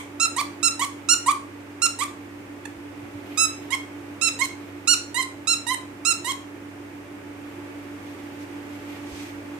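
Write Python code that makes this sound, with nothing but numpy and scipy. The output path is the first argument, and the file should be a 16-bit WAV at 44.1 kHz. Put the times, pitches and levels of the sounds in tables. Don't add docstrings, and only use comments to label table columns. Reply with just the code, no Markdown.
import sys
import numpy as np
from scipy import signal
from scipy.fft import rfft, irfft, next_fast_len
from scipy.io import wavfile
from scipy.ndimage import map_coordinates

SR = 44100
rng = np.random.default_rng(int(sys.argv[2]) if len(sys.argv) > 2 else 0)


def store_pcm(level_fs):
    pcm = np.round(np.clip(level_fs, -1, 1) * 32767).astype(np.int16)
    wavfile.write(sys.argv[1], SR, np.atleast_2d(pcm).T)


N = 422919


def amp(db):
    return 10 ** (np.asarray(db) / 20)


def unit(x):
    return x / np.sqrt(np.mean(x ** 2) + 1e-20)


def along(points, hz):
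    f, v = np.transpose(points)
    return np.interp(np.log(hz + 1), np.log(f + 1), v)


def curve(rows):
    return np.interp(np.arange(N) / SR, *np.transpose(rows))


def wobble(rate, size):
    knots = rng.standard_normal(size + 4)
    return map_coordinates(knots, [np.arange(size) * min(rate / SR, 1)])


def filtered(x, response):
    n = x.shape[-1]
    m = next_fast_len(n + 8192)
    spectrum = rfft(x, m) * response(np.fft.rfftfreq(m, 1 / SR))
    return irfft(spectrum, m)[..., :n]


def add(track, s, sound):
    start = round(s * SR)
    part = sound[..., max(-start, 0):N - start]
    first = max(start, 0)
    track[..., first:first + part.shape[-1]] += part


def rush(colour):
    # f/Hz, left-right correlation
    port_likeness = [(60, 0.95), (150, 0.9), (380, 0.56), (950, 0.087), (2380, -0.12), (5980, 0.036),
                     (15000, -0.012)]

    def mid_and_side(hz):
        turn = np.arccos(np.clip(along(port_likeness, hz), -1, 1)) / 2
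        return colour(hz) * np.array([np.cos(turn), np.sin(turn)])

    mid, side = filtered(rng.standard_normal((2, N)), mid_and_side)
    return unit(np.array([mid + side, mid - side]))


def lines(hz, orders, drift):
    phase = 2 * np.pi * hz * np.arange(N) / SR + drift * wobble(1.405, N)
    return sum(amp(db) * np.sin(round(k) * phase) for k, db in orders)


def appliances():
    # multiple of the base tone, level/dB
    motor_overtones = [(1, -39.5), (2, -57), (3, -59), (4, -65)]
    second_overtones = [(1, -48), (2, -66), (3, -64)]
    # multiple of the base tone, mean level/dB
    mains_overtones = [(1, -48), (2, -57.5), (3, -58), (4, -58), (7, -68.5)]
    # t/s, level/dB
    hum_level = [(0, -41), (0.4, -38), (1.7, -41), (2.8, -40), (3.35, -38), (4.6, -39), (5.1, -40.5),
                 (7.3, -40), (7.6, -37.5), (8.3, -37.5), (8.8, -36.5), (9.59, -36.5)]
    # f/Hz, level/dB per Hz
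    fan_colour = [(20, -56), (30, -39), (48, -22.5), (70, -19), (130, -14), (170, -18.5), (260, -8.5),
                  (400, -10.5), (600, -15), (1300, -18), (2300, -19), (4000, -33.5), (9000, -36),
                  (10500, -40.5), (15500, -42)]
    # f/Hz, width/Hz, level/dB
    resonances = [(341, 50, 17), (274, 8.3, -11)]
    motor_hz, second_motor_hz, mains_hz = 287.8, 294.1, 100.05
    motor_db, fan_db, cabinet_db = -41.5, -43.5, -48
    fan_follows, mains_follows = 0.6, 0.52

    level_db = curve(hum_level)
    swell_db = level_db - np.mean(level_db)
    motors = lines(motor_hz, motor_overtones, drift=.1)
    motors = motors + lines(second_motor_hz, second_overtones, drift=.15)
    mains = lines(mains_hz, mains_overtones, drift=0.058)
    hum = amp(motor_db + swell_db) * unit(motors) + amp(mains_follows * swell_db) * mains

    def ringing(f):
        return sum(amp(db) / (1 + (2 * (f - hz) / width) ** 2) for hz, width, db in resonances)

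    air = rush(lambda f: amp(along(fan_colour, f)))
    cabinet = rush(ringing)
    fan = amp(fan_follows * swell_db) * (amp(fan_db) * air + amp(cabinet_db) * cabinet)
    return (hum + fan) * amp([[-1.25], [1.25]])


def plush():
    # t/s at the fastest, time/s from there down to 1/e, scuff level/dB, swish level/dB
    tugs = [(3.4, 0.29, -55, -63), (4.5, .4, -61, -70), (7.52, 0.12, -60, -78), (8.128, 0.23, -59, -61),
            (8.42, 0.034, -52.5, -55), (8.532, .06, -59, -63), (8.74, .03, -56, -63),
            (8.91, 0.16, -50, -57.5), (9.188, 0.11, -47, -46.5), (9.54, .06, -58, -64)]
    # f/Hz, level/dB per Hz
    scuff_colour = [(300, -14), (900, -23), (2200, 5.5), (3500, -2.5), (6000, -19.5), (9000, -27),
                    (12500, -8.5), (15000, -32)]
    # f/Hz, level/dB per Hz
    swish_colour = [(1000, -19), (3500, 9), (6000, 9.5), (9000, 5), (15000, -22)]
    chew_db = -68
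    tug_shape = 1.5

    t = np.arange(N) / SR
    rub, slide = np.full(N, amp(chew_db)), np.zeros(N)
    for s, width, scuff_db, swish_db in tugs:
        speed = np.exp(-np.abs((t - s) / width) ** tug_shape)
        rub = rub + amp(scuff_db) * speed
        slide = slide + amp(swish_db) * speed
    catches = wobble(14, N) + wobble(70, N)
    scuff = rub * amp(2.2 * catches) * rush(lambda f: amp(along(scuff_colour, f)))
    swish = slide * amp(0.54 * catches) * rush(lambda f: amp(along(swish_colour, f)))
    return (scuff + swish) * amp([[-1], [1]])


def arch(u, first, top, last, crest, climb, sag):
    crest = np.clip(crest, .1, .9)
    before = np.clip(1 - u / crest, 0, 1)
    after = np.clip((u - crest) / (1 - crest), 0, 1)
    return top + (first - top) * before ** climb + (last - top) * after ** sag


def reed(pitch, colour, fundamental_db, tilt_db, mouth_hz, mouth_db, flutter, shimmer_db):
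    n = len(pitch)
    k = np.arange(1, 17)[:, None]
    phase = 2 * np.pi * np.cumsum(pitch * (1 + flutter * wobble(1114, n))) / SR
    db = colour(k * pitch) + tilt_db * np.log2(k) + (k == 1) * fundamental_db
    octaves_off = np.log2(k * pitch / mouth_hz)
    db = db + mouth_db * np.exp(-(octaves_off / 0.17) ** 2)
    db = db + shimmer_db * np.array([wobble(73, n) for _ in k])
    shift = rng.normal(0, 1, k.shape)
    audible = k * pitch < SR / 2
    return np.sum(amp(db) * audible * np.sin(k * phase + shift), axis=0)


def gate(t, length, attack, release):
    opening = 1 - np.exp(-t / attack)
    closing = np.sin(np.pi / 2 * np.clip((length - t) / release, 0, 1))
    return opening * closing


def jet(size):
    # f/Hz, level/dB per Hz
    jet_colour = [(300, -48), (900, -14), (2200, 17), (4000, 8), (8000, -2), (11500, 0), (13500, -11),
                  (15300, -12)]
    return unit(filtered(rng.standard_normal(size), lambda hz: amp(along(jet_colour, hz))))


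def squawk(length, top, crest, db, fundamental_db, tilt_db, mouth_hz, mouth_db, width):
    # f/Hz, level/dB
    thin_colour = [(950, -11), (1900, -7), (2900, -12.5), (3900, -11.5), (5000, -20.5), (6000, -15.5),
                   (7600, -7.5), (8800, -4), (10000, -16.5), (13000, -24), (15000, -49)]
    wide_colour = [(1100, 1.5), (2200, 4), (3300, -4), (4400, -10.5), (6500, -8), (8500, -18.5),
                   (11000, -19.5), (13500, -33), (15300, -21)]
    start_hz, end_hz = 938, 985
    rasp_from_hz, rasp_per_hz, least_rasp = 1010, .0036, .16

    t = np.arange(SR // 8) / SR
    u = np.clip(t / length, 0, 1)
    collapse = .04 * np.exp(-(1 - u) * length / .004)
    pitch = (1 - collapse) * arch(u ** 2, start_hz, top, end_hz, crest ** 2, climb=1.514, sag=1.417)
    swing = np.clip(width, 0, 1) * np.exp(-((u - .57) / .27) ** 4)
    rough = max(least_rasp, rasp_per_hz * (top - rasp_from_hz))
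    rasp = rough * (.3 + .5 * swing + .7 * u ** 2)
    colour = lambda hz: (1 - swing) * along(thin_colour, hz) + swing * along(wide_colour, hz)
    tone = reed(pitch, colour, fundamental_db, tilt_db, mouth_hz, mouth_db, .04 * rasp, shimmer_db=3.0)
    hiss = amp(-9) * rasp * jet(len(t))
    return amp(db) * gate(t, length, 0.0013, 0.0015) * (tone + hiss)


def squeak(length, top, crest, db, fundamental_db, tilt_db, mouth_hz, mouth_db, rough):
    # f/Hz, level/dB
    outward_colour = [(1350, -1.5), (2700, 0), (4100, -2), (5500, -1), (6900, 2.5), (8200, 2), (9600, -7),
                      (11000, -14), (12400, -21), (13700, -31), (15000, -31)]
    start_hz, slow_hz_per_s, end_hz = 1483, 2490, 1284
    collapse_per_hz = 0.00081

    t = np.arange(SR // 8) / SR
    u = np.clip(t / length, 0, 1)
    scoop = .09 * np.exp(-t / .0028)
    collapse = collapse_per_hz * max(top - end_hz, 0) * np.exp(-(1 - u) * length / .005)
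    attack = .035 * length
    fray = rough * (.06 + 1.2 * u ** 8)
    slack = (2 * u - 1) ** 2
    colour = lambda hz: along(outward_colour, hz)
    bend = arch(u, start_hz - slow_hz_per_s * length, top, end_hz, crest, climb=1.85, sag=2.5)
    pitch = (1 - scoop - collapse) * bend
    tilt = tilt_db - .7 * slack
    tone = reed(pitch, colour, fundamental_db, tilt, mouth_hz, mouth_db, .04 * fray, shimmer_db=1.0)
    hiss = amp(-8.5) * (fray + .03 + scoop) * jet(len(t))
    return amp(db - 1.63 * slack) * gate(t, length, attack, 0.012) * (tone + hiss)


def in_room(sound, turn_db):
    # f/Hz, level/dB
    far_port = [(1000, 3), (1400, -11.5), (2400, -21), (4200, -6), (5500, -10), (8000, -14), (15000, -9.5)]
    # f/Hz, time/s to fall 60 dB
    ring_time = [(300, 1), (1200, 0.29), (3000, 0.34), (7000, 0.36), (14000, 0.18)]
    # f/Hz, level/dB
    echo_level = [(1000, -2.5), (2400, -8.5), (5000, -7), (8000, -11.5), (12000, -5.5), (15000, 2.5)]

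    hz, t, z = signal.stft(rng.standard_normal((2, SR // 2)), SR, nperseg=256)
    decay = amp(-60 * t / along(ring_time, hz)[:, None])
    decay /= np.sqrt(np.sum(decay ** 2, axis=1, keepdims=True) * 128)
    tail = signal.istft(z * decay * amp(along(echo_level, hz))[:, None], SR, nperseg=256)[1]
    tail *= 1 - np.exp(-np.arange(tail.shape[1]) / SR / 0.00097)
    left, right = signal.fftconvolve(sound[None], tail, axes=1) * amp([[-1], [0]])
    direct = np.pad(sound, (0, len(right) - len(sound)))

    def path_to_left(f):
        delay = np.exp(-2j * np.pi * f * .00004)
        return amp(along(far_port, f) + turn_db) * delay

    return np.array([left + filtered(direct, path_to_left), right + direct])


def squeaker():
    # t/s, length/s, top of the arch f/Hz, place of the top (share of length), level/dB,
    # fundamental/dB, tilt/dB per octave, mouth band f/Hz, mouth band level/dB,
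    # roughness 0-1, turn towards the left port level/dB
    bites = [(.198, 0.067, 1364, .57, -20, -0.5, -0.36, 4140, 0, 0.42, 3),
             (.628, .063, 1365, 0.4, -20, 0.5, 0.45, 4100, 1.5, 0.46, 0),
             (1.087, 0.059, 1432, 0.75, -17, -1, 0.1, 6040, 4.5, .1, 2.5),
             (1.818, 0.055, 1395, .38, -18.5, -1, -0.0033, 4150, -1.5, 1, 1.5),
             (3.373, 0.092, 1324, 0.44, -20, 0.5, .3, 2650, 0, 0.15, -1.5),
             (4.212, 0.083, 1359, 0.28, -18.5, -8, -1.3, 2980, 4.5, 0.94, -7),
             (4.873, 0.075, 1453, 0.494, -15.5, -3.5, -0.69, 4350, 4.5, 0.092, -1),
             (5.471, 0.077, 1377, 0.49, -21, -2.5, -0.022, 4020, 5, .1, 0),
             (6.049, .082, 1382, 0.41, -20.5, -1, 0.19, 5330, -1, 0.54, -2)]
    refills = [(-.055, 0.055, 1176, 0.73, -28.5, 1.5, -.1, 2300, 3.5, 0.76, -3),
               (.363, 0.053, 1189, 0.63, -23.5, 6, 0.8, 2320, 1.5, 0.77, -0.5),
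               (.793, 0.059, 1140, 0.63, -23, 3, 0.94, 3440, -0.5, 0.73, 0.5),
               (1.261, 0.06, 1198, .66, -23.5, 5.5, 0.79, 3950, .5, 0.73, -0.5),
               (1.988, .056, 1200, 0.76, -23, 1.5, 0.27, 3400, -1.5, 0.62, -5),
               (2.652, 0.0096, 862, .26, -28, -5, -0.48, 1750, 3, 0.43, -2),
               (3.704, .051, 1096, .58, -22, -2.5, -0.62, 3100, 0.5, 0.89, -5),
               (4.389, .07, 1088, 0.53, -20.5, -4, -.5, 3160, -1.5, 0.85, -6),
               (5.143, 0.09, 1053, 0.55, -21.5, -3.5, -0.43, 4200, 4, 0.71, -4),
               (5.666, 0.083, 1040, 0.66, -21, -1, -0.68, 3800, 5, 0.51, -8),
               (6.245, .079, 1092, .7, -23.5, 1.5, 0.34, 3530, 8, 0.52, -4.5)]
    out = np.zeros((2, N))
    for table, voice in (refills, squawk), (bites, squeak):
        for s, *blow, turn_db in table:
            add(out, s, in_room(voice(*blow), turn_db))
    return out


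def bumps():
    # t/s, level/dB ahead of the fade, f/Hz
    knocks = [(2.77, -37, 80), (2.88, -44, 60), (3.028, -34, 113), (3.149, -32, 108), (3.46, -43, 50),
              (6.199, -37, 137), (9.119, -30, 73)]
    out, t = np.zeros(N), np.arange(SR // 4) / SR
    for s, db, hz in knocks:
        onset = (1 - np.exp(-t / 0.0039)) ** 2
        add(out, s, amp(db - 60 * t / 0.1) * onset * np.sin(2 * np.pi * hz * t))
    return out


def scene():
    return appliances() + plush() + squeaker() + bumps()


def record(dry):
    return filtered(dry, lambda hz: hz < 15600)


dry = scene()
out = record(dry)
store_pcm(out)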